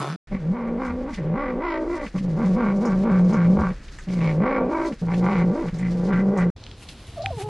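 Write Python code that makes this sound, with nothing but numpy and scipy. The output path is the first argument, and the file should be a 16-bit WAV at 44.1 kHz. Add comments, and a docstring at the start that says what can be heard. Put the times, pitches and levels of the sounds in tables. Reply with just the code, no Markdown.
"""Three cats guarding food

Three cats guard their food, one after another, close to a nearly mono microphone. The first snarls briefly.
The second growls and yowls through a mouthful of cured meat in a tiled kitchen corner: pulsing vocal folds,
a fluttering larynx and a jaw that opens as it chews. The third, a kitten in the open air, smacks its food
and lets out a thin falling whine, a few overtones through one mouth resonance, over a low growl.
Noise bursts and clicks make the eating; filtered noise makes the air and a patchy treble hiss."""
import sys
import numpy as np
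from scipy import signal
from scipy.fft import rfft, irfft, next_fast_len
from scipy.io import wavfile
from scipy.ndimage import uniform_filter1d

SR = 44100
rng = np.random.default_rng(int(sys.argv[2]) if len(sys.argv) > 2 else 0)


def to_wav(sig):
    """Store sig (one row per channel, or 1-D mono) as 16-bit WAV at the path in sys.argv[1].

    Samples outside -1..1 are clipped; the rate is SR.
    """
    pcm = np.clip(np.atleast_2d(sig), -1, 1) * 32767
    pcm = np.round(pcm).astype(np.int16)
    wavfile.write(sys.argv[1], SR, pcm.T)  # frames by channels


N = 330289
T = np.arange(N) / SR
KITCHEN, OPEN_AIR = (.272, 6.502), (6.563, 7.6)  # start and end of each place, s
EDGE_HZ = 11500  # band limit at the microphone; the voice pulses are about 1 / EDGE_HZ wide

# vocal folds
TAUT_HZ, SLACK_HZ = 310, 220  # between these pitches the folds go slack and the yowl becomes a rattle
SCATTER, LIMP = .085, .2  # slack folds close off the beat (cycles) and alternately strong and weak (share)
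FLUTTER_HZ, FLUTTER_SPREAD = 56, .16  # rate of the flutter and its unsteadiness (share)
FLUTTER_BEND = .1  # swing of the folds' timing (cycles at depth 1)
PUSH_FLUTTER = .25  # a full push adds this much flutter depth
RASP = 1.0  # how strongly the flutter chops the edge of the voice
GROWL_RUSH, SNARL_RUSH = .3, .9  # air that passes between the closures

# jaw and mouth of the kitchen cat
ATTACK_S, RELEASE_S = .012, 0.016  # the voice starts just before each cry's curve and dies just after it
OPEN_S, CLOSE_S = 0.067, 0.022  # travel of the jaw
MOUTH_SAG_DB, BARE_DB = 10, 0.5  # through a chew the mouth dulls while the lips draw back
SHUT_MOUTH_DB, SHUT_EDGE_DB = -12.5, -29.5  # leak through a mouthful, relative to the throat curve
PUSH_LIFT, BITE_DROP = .27, .04  # pitch jumps up as the jaw opens and sinks as it bites (shares at full push)
PUSH_S, PUSH_LAG_S, BITE_LEAD_S = .036, .021, .022  # half width; push after opening, bite before shutting
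PUSH_CHEST_DB, PUSH_THROAT_DB, BITE_THROAT_DB = -3.5, 4, -2.5  # the push moves weight from chest to throat
RING_WIDTH_HZ, RING_LEVEL_DB = 88, 10  # mouth ring added to the edge, relative to it
VOWEL_SHUT_HZ, VOWEL_WIDTH_HZ = 580, 1050  # the lower mouth resonance climbs from here as the jaw opens
VOWEL_GLIDE = 0.23  # share by which it goes on rising through a chew


def gain_of(db):
    """Decibels to amplitude."""
    return 10 ** (np.asarray(db) / 20)


def evened(x):
    """Scales to rms 1."""
    return x / np.sqrt(np.mean(x ** 2) + 1e-20)


def steadied(x):
    """Holds the rms near 1 while keeping everything faster than a few flutters."""
    power = uniform_filter1d(uniform_filter1d(x ** 2, size=1500), size=1500)
    return x / np.sqrt(abs(power) + 1e-12)


def follow(rows, t):
    """The columns of a curve table at the times t."""
    s, *columns = np.transpose(rows)
    return [np.interp(t, s, c) for c in columns]


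def during(t, start, end, fade=0.00055):
    """1 between two times, with short ramps."""
    return np.clip((t - start) / fade, 0, 1) * np.clip((end - t) / fade, 0, 1)


def band(x, low_hz, high_hz, order=4):
    """Band-pass."""
    edges_hz = [low_hz, min(high_hz, SR / 2 - 1)]
    return signal.sosfilt(signal.butter(order, edges_hz, "band", fs=SR, output="sos"), x)


def wander(n, rate_hz):
    """Slow chance with rms near 1: noise that falls steeply above rate_hz."""
    size = next_fast_len(n + SR)
    hz = np.fft.rfftfreq(size, 1 / SR)
    noise = rfft(rng.standard_normal(size))
    return evened(irfft(noise / (1 + (hz / rate_hz) ** 4)))[:n]


def colour(x, spectrum, resonances=()):
    """Causal filter from a smooth spectrum and narrow resonances on top of it."""
    hz = abs(np.fft.fftfreq(8192, 1 / SR))
    f, db = np.transpose(spectrum)
    db = np.interp(np.log(hz + 1), np.log(f + 1), db)
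    for centre, width, lift in resonances:
        db = db + lift / (1 + (2 * (hz - centre) / width) ** 2)
    log_gain = np.log(gain_of(np.maximum(db, -100)))
    # the Hilbert transform of the log gain gives the minimum phase
    response = np.exp(np.conj(signal.hilbert(log_gain)))
    taps = np.fft.ifft(response).real[:len(hz) // 2]
    return signal.oaconvolve(x, taps)[:len(x)]


def resonate(x, hz, width_hz):
    """A resonance of gain 1 that follows the curve hz: shift to 0 Hz, smooth, shift back."""
    turn = np.exp(2j * np.pi * np.cumsum(hz * np.ones(len(x))) / SR)
    r = np.exp(-np.pi * width_hz / SR)
    return 2 * (turn * signal.lfilter([1 - r], [1, -r], x / turn)).real


def add(mix, s, sound):
    """Adds a sound at a time."""
    part = mix[max(round(s * SR), 0):][:len(sound)]
    part += sound[:len(part)]


def air(spectrum, level_db):
    """Background rumble and hiss that swells slowly."""
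    swell_db = 1.5 * wander(N, 4)
    return evened(colour(rng.standard_normal(N), spectrum)) * gain_of(level_db + swell_db)


def echo(x, t60, wet_db):
    """A short tail from hard walls: sparse random reflections that die exponentially."""
    t = np.arange(SR // 2) / SR
    taps = rng.standard_normal(len(t)) * (rng.random(len(t)) < 2000 / SR) * (t > .004)
    tail = band(taps * gain_of(-60 * t / t60), 500, 5000, order=2)
    return gain_of(wet_db) * signal.oaconvolve(x, tail / np.linalg.norm(tail))[:N]


def grainy_hiss(levels, spectrum, grain_db, per_s):
    """Dense tiny clicks of uneven size, coloured into a hiss that comes in surges."""
    size = gain_of(grain_db * np.minimum(rng.exponential(1, N), 4))
    clicks = size * rng.standard_normal(N) * (rng.random(N) < per_s / SR)
    surge_db = 3.5 * wander(N, 16.0)
    return steadied(colour(clicks, spectrum)) * gain_of(follow(levels, T)[0] + surge_db)


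def smack(peak_db, hz, decay_s, spread):
    """A snap of teeth or lips: a burst of noise that dies within milliseconds."""
    t = np.arange(SR // 20) / SR
    burst = rng.standard_normal(len(t)) * np.exp(-t / decay_s)
    snap = band(burst, hz / (1 + spread), hz * (1 + spread), order=2)
    return gain_of(peak_db) * snap / abs(snap).max()


def tooth_click(peak_db, hz):
    """Teeth meet: one sharp crack and a very short ring."""
    t = np.arange(SR // 20) / SR
    crack = band(1. * (t == 0), hz / 2, hz * np.sqrt(2), order=4)
    # the ring starts 5 dB under the crack and falls 60 dB in 14 ms
    ring = gain_of(-5 - 60 * t / .014) * np.sin(2 * np.pi * hz * t)
    click = crack / abs(crack).max() + ring
    return gain_of(peak_db) * click / abs(click).max()


def soft_tone(peak_db, hz, length_s):
    """A sine that swells and fades in one smooth arch."""
    t = np.arange(0, length_s, 1 / SR)
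    return gain_of(peak_db) * np.hanning(len(t)) * np.sin(2 * np.pi * hz * t)


def eating():
    """Smacks, clicks of teeth, squelches and a few soft bumps."""
    # smacks and bites: t/s, peak level/dB, centre f/Hz
    smacks = [(1.1442, -31.5, 2680), (2.0636, -29, 1947), (2.1826, -32.5, 2110), (3.703, -34, 1650),
              (3.882, -40, 2605), (3.986, -32.5, 1570), (4.087, -36.5, 2330), (4.206, -34, 2100),
              (4.922, -33.5, 2044), (5.1379, -28, 2160), (5.6838, -30, 1850), (6.13, -24, 1666),
              (6.8877, -28, 3340)]
    # dry clicks of the kitten's teeth: t/s, peak level/dB, centre f/Hz
    teeth = [(6.639, -28, 4220), (6.666, -27.5, 3120), (6.714, -30, 3270), (7.2605, -10.5, 2480)]
    # wet squelches of the food: t/s, peak level/dB, centre f/Hz
    squelches = [(2.762, -46.5, 5900), (2.853, -35.5, 5750), (3.246, -48, 5503), (3.331, -39, 5730),
                 (3.986, -42, 6700), (5.786, -42, 7200), (6.374, -39.5, 7030), (7.2198, -35.5, 4460)]
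    # soft bumps: t/s, peak level/dB, f/Hz, length/s
    bumps = [(0.865, -30, 77.7, 0.13), (3.566, -20, 74.8, 0.08), (6.549, -37, 85.5, 0.043),
             (7.074, -31.5, 92, 0.029)]
    out = np.zeros(N)
    for s, db, hz in smacks:
        add(out, s, smack(db, hz, decay_s=0.013, spread=0.34))
    for s, db, hz in teeth:
        add(out, s, tooth_click(db, hz))
    for s, db, hz in squelches:
        add(out, s, smack(db, hz, decay_s=0.022, spread=0.18))
    for s, db, hz, length in bumps:
        add(out, s, soft_tone(db, hz, length))
    return out


def whine(rows, mouth_hz, width_hz, jitter):
    """A thin wavering voice whose few overtones pass one mouth resonance."""
    t = np.arange(rows[0][0], rows[-1][0], 1 / SR)
    hz, db = follow(rows, t)
    phase = 2 * np.pi * np.cumsum(hz * (1 + jitter * wander(len(t), 110))) / SR
    tone = np.zeros(len(t))
    for k in range(1, 5):
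        mouth = 1 / np.hypot(1, (k * hz - mouth_hz) / width_hz)
        tone += np.sin(k * phase) / k ** 2.25 * mouth
    waver_db = 2.3 * wander(len(t), 110)
    return t[0], steadied(tone) * gain_of(db + waver_db) * during(t, t[0], t[-1])


def kitten():
    """A nearly pure whine that twice splits in two, over a lumpy low growl."""
    # pitch and loudness of the whine: t/s, f/Hz, level/dB
    whine_curve = [(7.16, 732, -53), (7.176, 685, -34.5), (7.19, 561, -30), (7.208, 593, -40),
                   (7.232, 601, -31.5), (7.248, 783, -33.5), (7.294, 769, -33), (7.31, 568, -37.5),
                   (7.335, 484, -35), (7.362, 468, -45), (7.388, 417, -31.5), (7.402, 380, -36),
                   (7.416, 382, -31), (7.432, 417.6, -40.5), (7.465, 425, -31.5), (7.49, 417, -37)]
    # swell of the low growl: t/s, level/dB (before the 1.5 dB added below)
    growl_curve = [(7.1, -51), (7.21, -46), (7.234, -33.5), (7.48, -35)]
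    # second brief tone beside the whine: t/s, length/s, f/Hz, peak level/dB
    splits = [(7.188, 0.041, 671, -25.5), (7.295, 0.03, 672, -25)]
    growl_hz = 103 * (1 + 0.169 * wander(N, 57.4))
    lumps = gain_of(12.0 * wander(N, 18.0))
    growl = steadied(np.sin(2 * np.pi * np.cumsum(growl_hz) / SR) * lumps)
    growl_gain = gain_of(follow(growl_curve, T)[0] + 1.5)
    out = growl * growl_gain * during(T, growl_curve[0][0], OPEN_AIR[1])
    add(out, *whine(whine_curve, mouth_hz=796, width_hz=120, jitter=0.01))
    for s, length, hz, db in splits:
        add(out, s, soft_tone(db, hz, length))
    return out


def cry(t, hz, gains, push, vowel, ring, spectrum, resonances, throat_low_hz, trim_db, rush):
    """Folds pulse at the pitch while a slower flutter of the larynx chokes them and bends their timing."""
    # state of the vocal folds: t/s, roughness [0-1], flutter depth [0-1] (before pushes)
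    folds = [(0,.55,.05),(.16,.35,.05),(.35,.55,.4),(.5,.3,.15),(.7,.4,.4),(1,.27,.3),(1.3,.45,.3),(1.42,.22,.42),(1.55,.5,.45),(1.64,.2,.45),(1.75,.25,.5),(1.84,.5,.45),(1.95,.24,.36),(2.2,.5,.45),(2.5,.34,.13),(3.25,.32,.13),(3.65,.55,.3),(4.2,.48,.22),(4.55,.36,.45),(4.65,.5,.5),(4.8,.28,.42),(5.45,.5,.25),(5.6,.32,.45),(5.95,.4,.35),(6.2,.42,.22)]
    # treble of the voice against the rest of its edge: t/s, level/dB
    treble = [(1.62, -5.5), (1.71, 3), (1.8, -5), (4.27, 2), (4.45, -7.5), (5.3, -1.5), (6.4, -5)]
    n = len(t)
    rough, depth = follow(folds, t)
    depth = np.minimum(depth + PUSH_FLUTTER * push, .5)
    flutter = 2 * np.pi * np.cumsum(FLUTTER_HZ * (1 + FLUTTER_SPREAD * wander(n, 25.8))) / SR
    jitter = .11 * rough * wander(n, 110)
    # the folds run slowest at the crest of each flutter
    turns = np.cumsum(hz * (1 + jitter)) / SR - FLUTTER_BEND * depth * np.sin(flutter)
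    choke = 1 - 1.8 * depth * np.sin(flutter / 2) ** 4
    strength = choke * gain_of(3.8 * rough * wander(n, 90))
    chest = band(np.sin(2 * np.pi * turns) * strength, 131, 580, order=3)

    # each closure is a sharp pulse of uneven force followed by a puff of turbulence
    slack = np.clip((TAUT_HZ - hz) / (TAUT_HZ - SLACK_HZ), 0, 1)
    closure = turns + SCATTER * slack * wander(n, 75)
    off_closure = closure - np.round(closure)
    pulses = np.sinc(off_closure * EDGE_HZ / hz) * gain_of(3.5 * rough * wander(n, 200))
    puffs = (rush + np.exp(-(closure % 1) / .25)) * rng.standard_normal(n)
    limping = 1 + LIMP * slack * np.cos(np.pi * closure)
    drive = ((1 - rough) * evened(pulses) + rough * evened(puffs)) * strength * limping
    voice = colour(drive, spectrum, resonances)

    # the throat sounds even through a mouthful; the mouth needs an open jaw, the edge bared teeth
    throat = band(voice, throat_low_hz, 770)
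    mouth = band(voice, 704, 1754)
    edge = band(voice, 1804, 2490, order=3)
    edge = edge + gain_of(follow(treble, t)[0]) * band(voice, 2610, 13000, order=5)
    # moving resonances: vowel is (Hz, width Hz) and passed twice, ring is (Hz, width Hz, level dB)
    mouth = resonate(resonate(mouth, *vowel), *vowel)
    edge = edge + gain_of(ring[2]) * resonate(edge, *ring[:2])
    edge = edge * (1 + RASP * depth * np.cos(flutter))  # the voice rasps once in each flutter
    out = np.zeros(n)
    for part, gain, trim in zip((chest, throat, mouth, edge), gains, trim_db):
        out += steadied(part) * gain * gain_of(trim)
    return t[0], out * during(t, t[0], t[-1])


def snarling_cat():
    """One short harsh snarl, full of rushing air and thickened by a small room."""
    # the snarl: t/s, f/Hz, then level/dB before trim of chest, throat, open mouth, bared-teeth edge
    snarl = [(0.0, 142, -25, -35, -26.5, -35.5), (0.046, 134.4, -38, -31.5, -36, -42.5),
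             (0.106, 151.6, -25.5, -43, -35.5, -42), (0.161, 186.6, -32.5, -45, -52, -51)]
    # filter of its voice: f/Hz, level/dB
    snarl_voice = [(180, -35), (300, 6), (399, -0.5), (1240, -10), (2100, -23), (3660, -22), (11000, -24)]
    out = np.zeros(N)
    t = np.arange(snarl[0][0], snarl[-1][0], 1 / SR)
    hz, *levels_db = follow(snarl, t)
    vowel = (np.linspace(1050, 1500, len(t)), 750)
    ring = (3500, 400, -9)
    trim_db = (-0.89, -0.37, -1.8, -3.4)
    add(out, *cry(t, hz, gain_of(levels_db), 0, vowel, ring, snarl_voice, [],
                  throat_low_hz=284, trim_db=trim_db, rush=SNARL_RUSH))
    return (out + echo(out, t60=.07, wet_db=-6.5)) * during(T, t[0], t[-1])


def jaw(t):
    """Each chew, from a push to a bite, opens the mouth, lifts its vowel and bares the teeth."""
    # chews: t/s, held open/s, open mouth level/dB, bared-teeth edge level/dB (both mid-chew, before trim),
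    # push of the voice [0-1], vowel f/Hz (mid-chew)
    chews = [(0.313,0.055,-47.5,-44.5,0.17,1000),(.537,0.17,-42.5,-50.5,0.19,950),(0.797,0.12,-36,-44,0.37,1158),(1.084,0.025,-36.5,-45,0.13,1160),(1.152,0.028,-39.5,-32,0.05,1120),
             (1.353,0.16,-35.5,-42,0.15,1110),(1.619,.16,-33,-38.5,0.09,972),(1.899,0.16,-41.5,-44.5,0.16,971),
             (2.137,0.044,-42.5,-50,0,1160),(2.383,0.091,-39,-48,1,1090),(2.575,0.15,-34.5,-43.5,0.87,1154),(2.829,.12,-37,-48,0.86,1187),(3.05,0.15,-37.5,-48,0.82,1299),(3.315,0.15,-37,-44.5,1,1290),(3.576,0.12,-33,-47,0.94,1190),
             (4.067,0.12,-73,-51.5,0.03,1020),(4.206,0.11,-41.5,-39,0.02,1010),(4.424,0.16,-32.5,-37.5,0.18,1070),(4.595,0.022,-30,-59,0,740),(4.716,0.16,-33,-44.5,0.02,973),
             (5.09,0.051,-36.5,-42,0.13,1010),(5.238,0.19,-33.5,-39,0.07,990),(5.553,0.14,-44.5,-52.5,0.05,961),(5.791,0.089,-56.5,-43.5,0.18,1297),(6.095,0.12,-38.5,-42,0.23,1400),(6.373,0.064,-35.5,-37,0.02,1450)]
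    mouth, edge, push, bite, vowel = np.zeros((5, len(t)))
    for s, held, mouth_db, edge_db, effort, vowel_hz in chews:
        opened = np.clip(.5 + (t - s) / OPEN_S, 0, 1)
        not_shut = np.clip(.5 + (s + held - t) / CLOSE_S, 0, 1)
        opening = opened * not_shut
        progress = np.clip((t - s) / held, 0, 1) - .5
        mouth += opening * gain_of(mouth_db - MOUTH_SAG_DB * progress)
        edge += opening * gain_of(edge_db + BARE_DB * progress)
        vowel += opening * (vowel_hz * (1 + VOWEL_GLIDE * progress) - VOWEL_SHUT_HZ)
        push += effort * np.exp(-((t - s - PUSH_LAG_S) / PUSH_S) ** 4)
        bite += effort * np.exp(-((t - s - held + BITE_LEAD_S) / PUSH_S) ** 2)
    return mouth, edge, push, bite, VOWEL_SHUT_HZ + vowel


def chewed(rows):
    """One cry shaped by chewing: times, pitch, gains (chest, throat, mouth, edge), push, resonances."""
    # ring of the mouth, higher as the lips close over the meat: t/s, f/Hz
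    mouth_ring = [(.35, 2160), (1.4, 2036), (1.66, 2050), (1.76, 1947), (1.86, 2150), (2.0, 1977),
                  (2.62, 2160), (4.3, 2165), (4.45, 2090), (4.57, 2230), (4.65, 2492), (4.8, 2106),
                  (5.3, 2116), (6.42, 1960)]
    t = np.arange(rows[0][0] - ATTACK_S, rows[-1][0] + RELEASE_S, 1 / SR)
    hz, chest_db, throat_db = follow(rows, t)
    mouth, edge, push, bite, vowel_hz = jaw(t)
    chest = gain_of(chest_db + PUSH_CHEST_DB * push)
    throat = gain_of(throat_db + PUSH_THROAT_DB * push + BITE_THROAT_DB * bite)
    mouth = np.hypot(mouth, gain_of(throat_db + SHUT_MOUTH_DB))
    edge = np.hypot(edge, gain_of(throat_db + SHUT_EDGE_DB))
    envelope = np.clip(np.minimum((t - t[0]) / ATTACK_S, (t[-1] - t) / RELEASE_S), 0, 1)
    gains = envelope * np.array([chest, throat, mouth, edge])
    pitch_hz = hz * (1 + PUSH_LIFT * push - BITE_DROP * bite)
    vowel = (vowel_hz, VOWEL_WIDTH_HZ)
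    ring = (follow(mouth_ring, t)[0], RING_WIDTH_HZ, RING_LEVEL_DB)
    return t, pitch_hz, gains, push, vowel, ring


def kitchen_cat():
    """Growls climb into yowls and sink back while the jaw works; the last cries are heard from close by."""
    # one curve a cry: t/s, f/Hz, chest level/dB, throat level/dB (before chewing and trim)
    cries = [
        [(.32,201.4,-28,-34.5),(.35,184.9,-22.5,-41.5),(.385,180,-35,-47),(.44,148,-29,-39.5),(.512,184.1,-19,-40),(.555,237.7,-31,-39),(.73,227.9,-27,-33),(.86,247.7,-28.5,-38.5),(1.04,252.8,-30,-32.5),(1.09,289,-34.5,-43),(1.135,214.6,-31.5,-54)],
        [(1.18,190,-30,-38.5),(1.228,145.3,-28.5,-34.5),(1.335,170,-22.5,-33.5),(1.365,247.8,-27.5,-34),(1.42,294.7,-35.5,-33.5),(1.5,246.4,-30,-31),(1.575,238.3,-28.5,-29.5),(1.64,346.7,-33,-37),(1.72,333.7,-36,-30.5),(1.82,316.3,-30,-26.5),(1.93,339.4,-30.5,-33),(2.035,288.2,-36,-32.5),(2.07,200.8,-34.5,-51)],
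        [(2.152,187.5,-22,-35),(2.19,189,-28,-53),(2.26,180.5,-24,-36.5),(2.34,152,-24.5,-38),(2.43,194.5,-19.5,-34.5),(2.52,187.3,-19.5,-33),(2.66,204.1,-21.5,-31.5),(3.0,191.8,-20.5,-33.5),(3.24,179.9,-16,-31),(3.3,173.5,-17.5,-34),(3.42,169.3,-19,-34),(3.51,183.6,-15,-30),(3.72,186.8,-26.5,-38)],
        [(4.08,183.7,-26.5,-42),(4.25,159.3,-20.5,-34),(4.35,151.6,-24.5,-32.5),(4.41,176.3,-17.5,-30),(4.46,248.3,-26,-27.5),(4.54,274.7,-29.5,-27),(4.615,253.7,-24.5,-23.5),(4.68,247,-26,-28),(4.71,327.1,-28,-30.5),(4.88,331.7,-30.5,-28.5),(4.93,214.8,-29.5,-41)],
        [(5.025,181.7,-22.5,-34),(5.05,165.6,-25.5,-42),(5.25,176.2,-19.5,-28),(5.32,208.6,-24,-32),(5.38,170.3,-20,-32),(5.505,179.5,-20,-30),(5.575,331,-32,-29),(5.62,329.2,-27.5,-33),(5.65,178.8,-30,-33.5),(5.69,169,-26,-42.5)],
        [(5.735,172.2,-25,-44),(5.765,157,-32,-42.5),(5.835,177.4,-22.5,-44),(5.93,175.1,-24.5,-36.5),(6.05,180.1,-24,-32),(6.09,194.7,-21.5,-30),(6.14,173.6,-19.5,-35.5),(6.22,196.4,-20.5,-31.5),(6.3,192.4,-18,-29.5),(6.345,208.9,-26.5,-26.5),(6.405,174.9,-19.5,-33),(6.495,179.8,-20.5,-31)],
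    ]
    # filter of its voice: f/Hz, level/dB
    voice = [(180, -58.5), (300, 11.5), (422, -5), (515, -1), (675, -8.5), (801, -13), (991, -9),
             (1260, -16), (1380, -14), (1730, -17.5), (2110, -26.5), (3180, -37), (4400, -43), (6800, -47),
             (11700, -82.5)]
    # resonances of the corner between wall, worktop and cupboard, from afar: f/Hz, width/Hz, lift/dB
    corner_far = [(508,37,6),(705,91,-9),(809.6,42,8),(1133,46,9)]
    # the same corner from close by: f/Hz, width/Hz, lift/dB
    corner_near = [(471,64,6),(665,150,-7.5),(813,43,10),(965,48,2.5),(1145,42,7),(1400,100,2)]
    out = np.zeros(N)
    for rows in cries:
        corner = corner_far if rows[0][0] < 5 else corner_near  # the near cries begin after 5 s
        add(out, *cry(*chewed(rows), voice, corner, throat_low_hz=360.0,
                      trim_db=(1.0, 0.82, 0.23, 0.34), rush=GROWL_RUSH))
    return out


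def outdoors():
    """The kitten in the open air, with a grainy rustle and the air around it."""
    # grainy rustle around the kitten: t/s, level/dB
    rustle_curve = [(6.57, -116), (6.8, -51.5), (7.3, -56.5), (7.38, -46.5), (7.49, -49)]
    # shape of the outdoor background: f/Hz, relative level/dB
    outdoor_air = [(12, -58), (20, -1), (92, 3.5), (153, -5.5), (395, -12.5), (2000, -25), (4030, -21),
                   (11000, -47.5)]
    rustle_spectrum = [(1300, -4.0), (2800, 1.5), (5000, -7.0), (11000, -8.0)]  # f/Hz, relative level/dB
    rustle = grainy_hiss(rustle_curve, rustle_spectrum, grain_db=0.5, per_s=6900)
    return kitten() + rustle + air(outdoor_air, level_db=-43.5)


def indoors():
    """The kitchen cat with the echo of its corner, a patchy treble hiss and the room's air."""
    # patchy treble hiss under the cries: t/s, level/dB
    hiss_curve = [(.3, -62.5), (.7, -71.5), (.85, -58.5), (1.06, -66), (1.14, -48), (1.22, -62.5),
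                  (1.35, -82), (1.75, -68), (2.0, -54.5), (2.15, -58.5), (3.5, -58), (3.9, -54.5),
                  (4.33, -54), (4.45, -77), (4.6, -72), (4.72, -51.5), (5.3, -57), (6.05, -55), (6.5, -63)]
    # shape of the room's background: f/Hz, relative level/dB
    room_air = [(12, -39.5), (20, 2.5), (44, -0.5), (66, -8), (97, -23), (117, -11.5), (872, -36),
                (1730, -29), (11000, -67)]
    hiss_spectrum = [(1500, -3.5), (3000, -3.5), (4500, 0.5),
                     (6500, -4.0), (8000, -10), (11000, -18)]  # f/Hz, relative level/dB
    cat = kitchen_cat()
    patchy_hiss = grainy_hiss(hiss_curve, hiss_spectrum, grain_db=0.0, per_s=6500)
    return cat + echo(cat, t60=.11, wet_db=-8) + patchy_hiss + air(room_air, level_db=-39)


def scene():
    """Three places in turn with brief gaps in the air between them; the eating lies over all."""
    kitchen = indoors() * during(T, *KITCHEN)
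    open_air = outdoors() * during(T, *OPEN_AIR)
    mix = snarling_cat() + kitchen + open_air + eating()
    return np.array([mix, mix])


def record(dry):
    """The two channels differ only by a hiss that follows the treble; then the band limit."""
    treble = np.sqrt(abs(uniform_filter1d(band(dry[0], 3300, 9800) ** 2, size=120)))
    hiss = evened(band(rng.standard_normal(N), 3000, 7500, order=2))
    side = gain_of(-8.5) * treble * hiss
    taps = signal.firwin(255, EDGE_HZ, window=("kaiser", 9), fs=SR)
    return signal.oaconvolve(dry + np.outer([1, -1], side), taps[None], "same")


dry = scene()
out = record(dry)
to_wav(out)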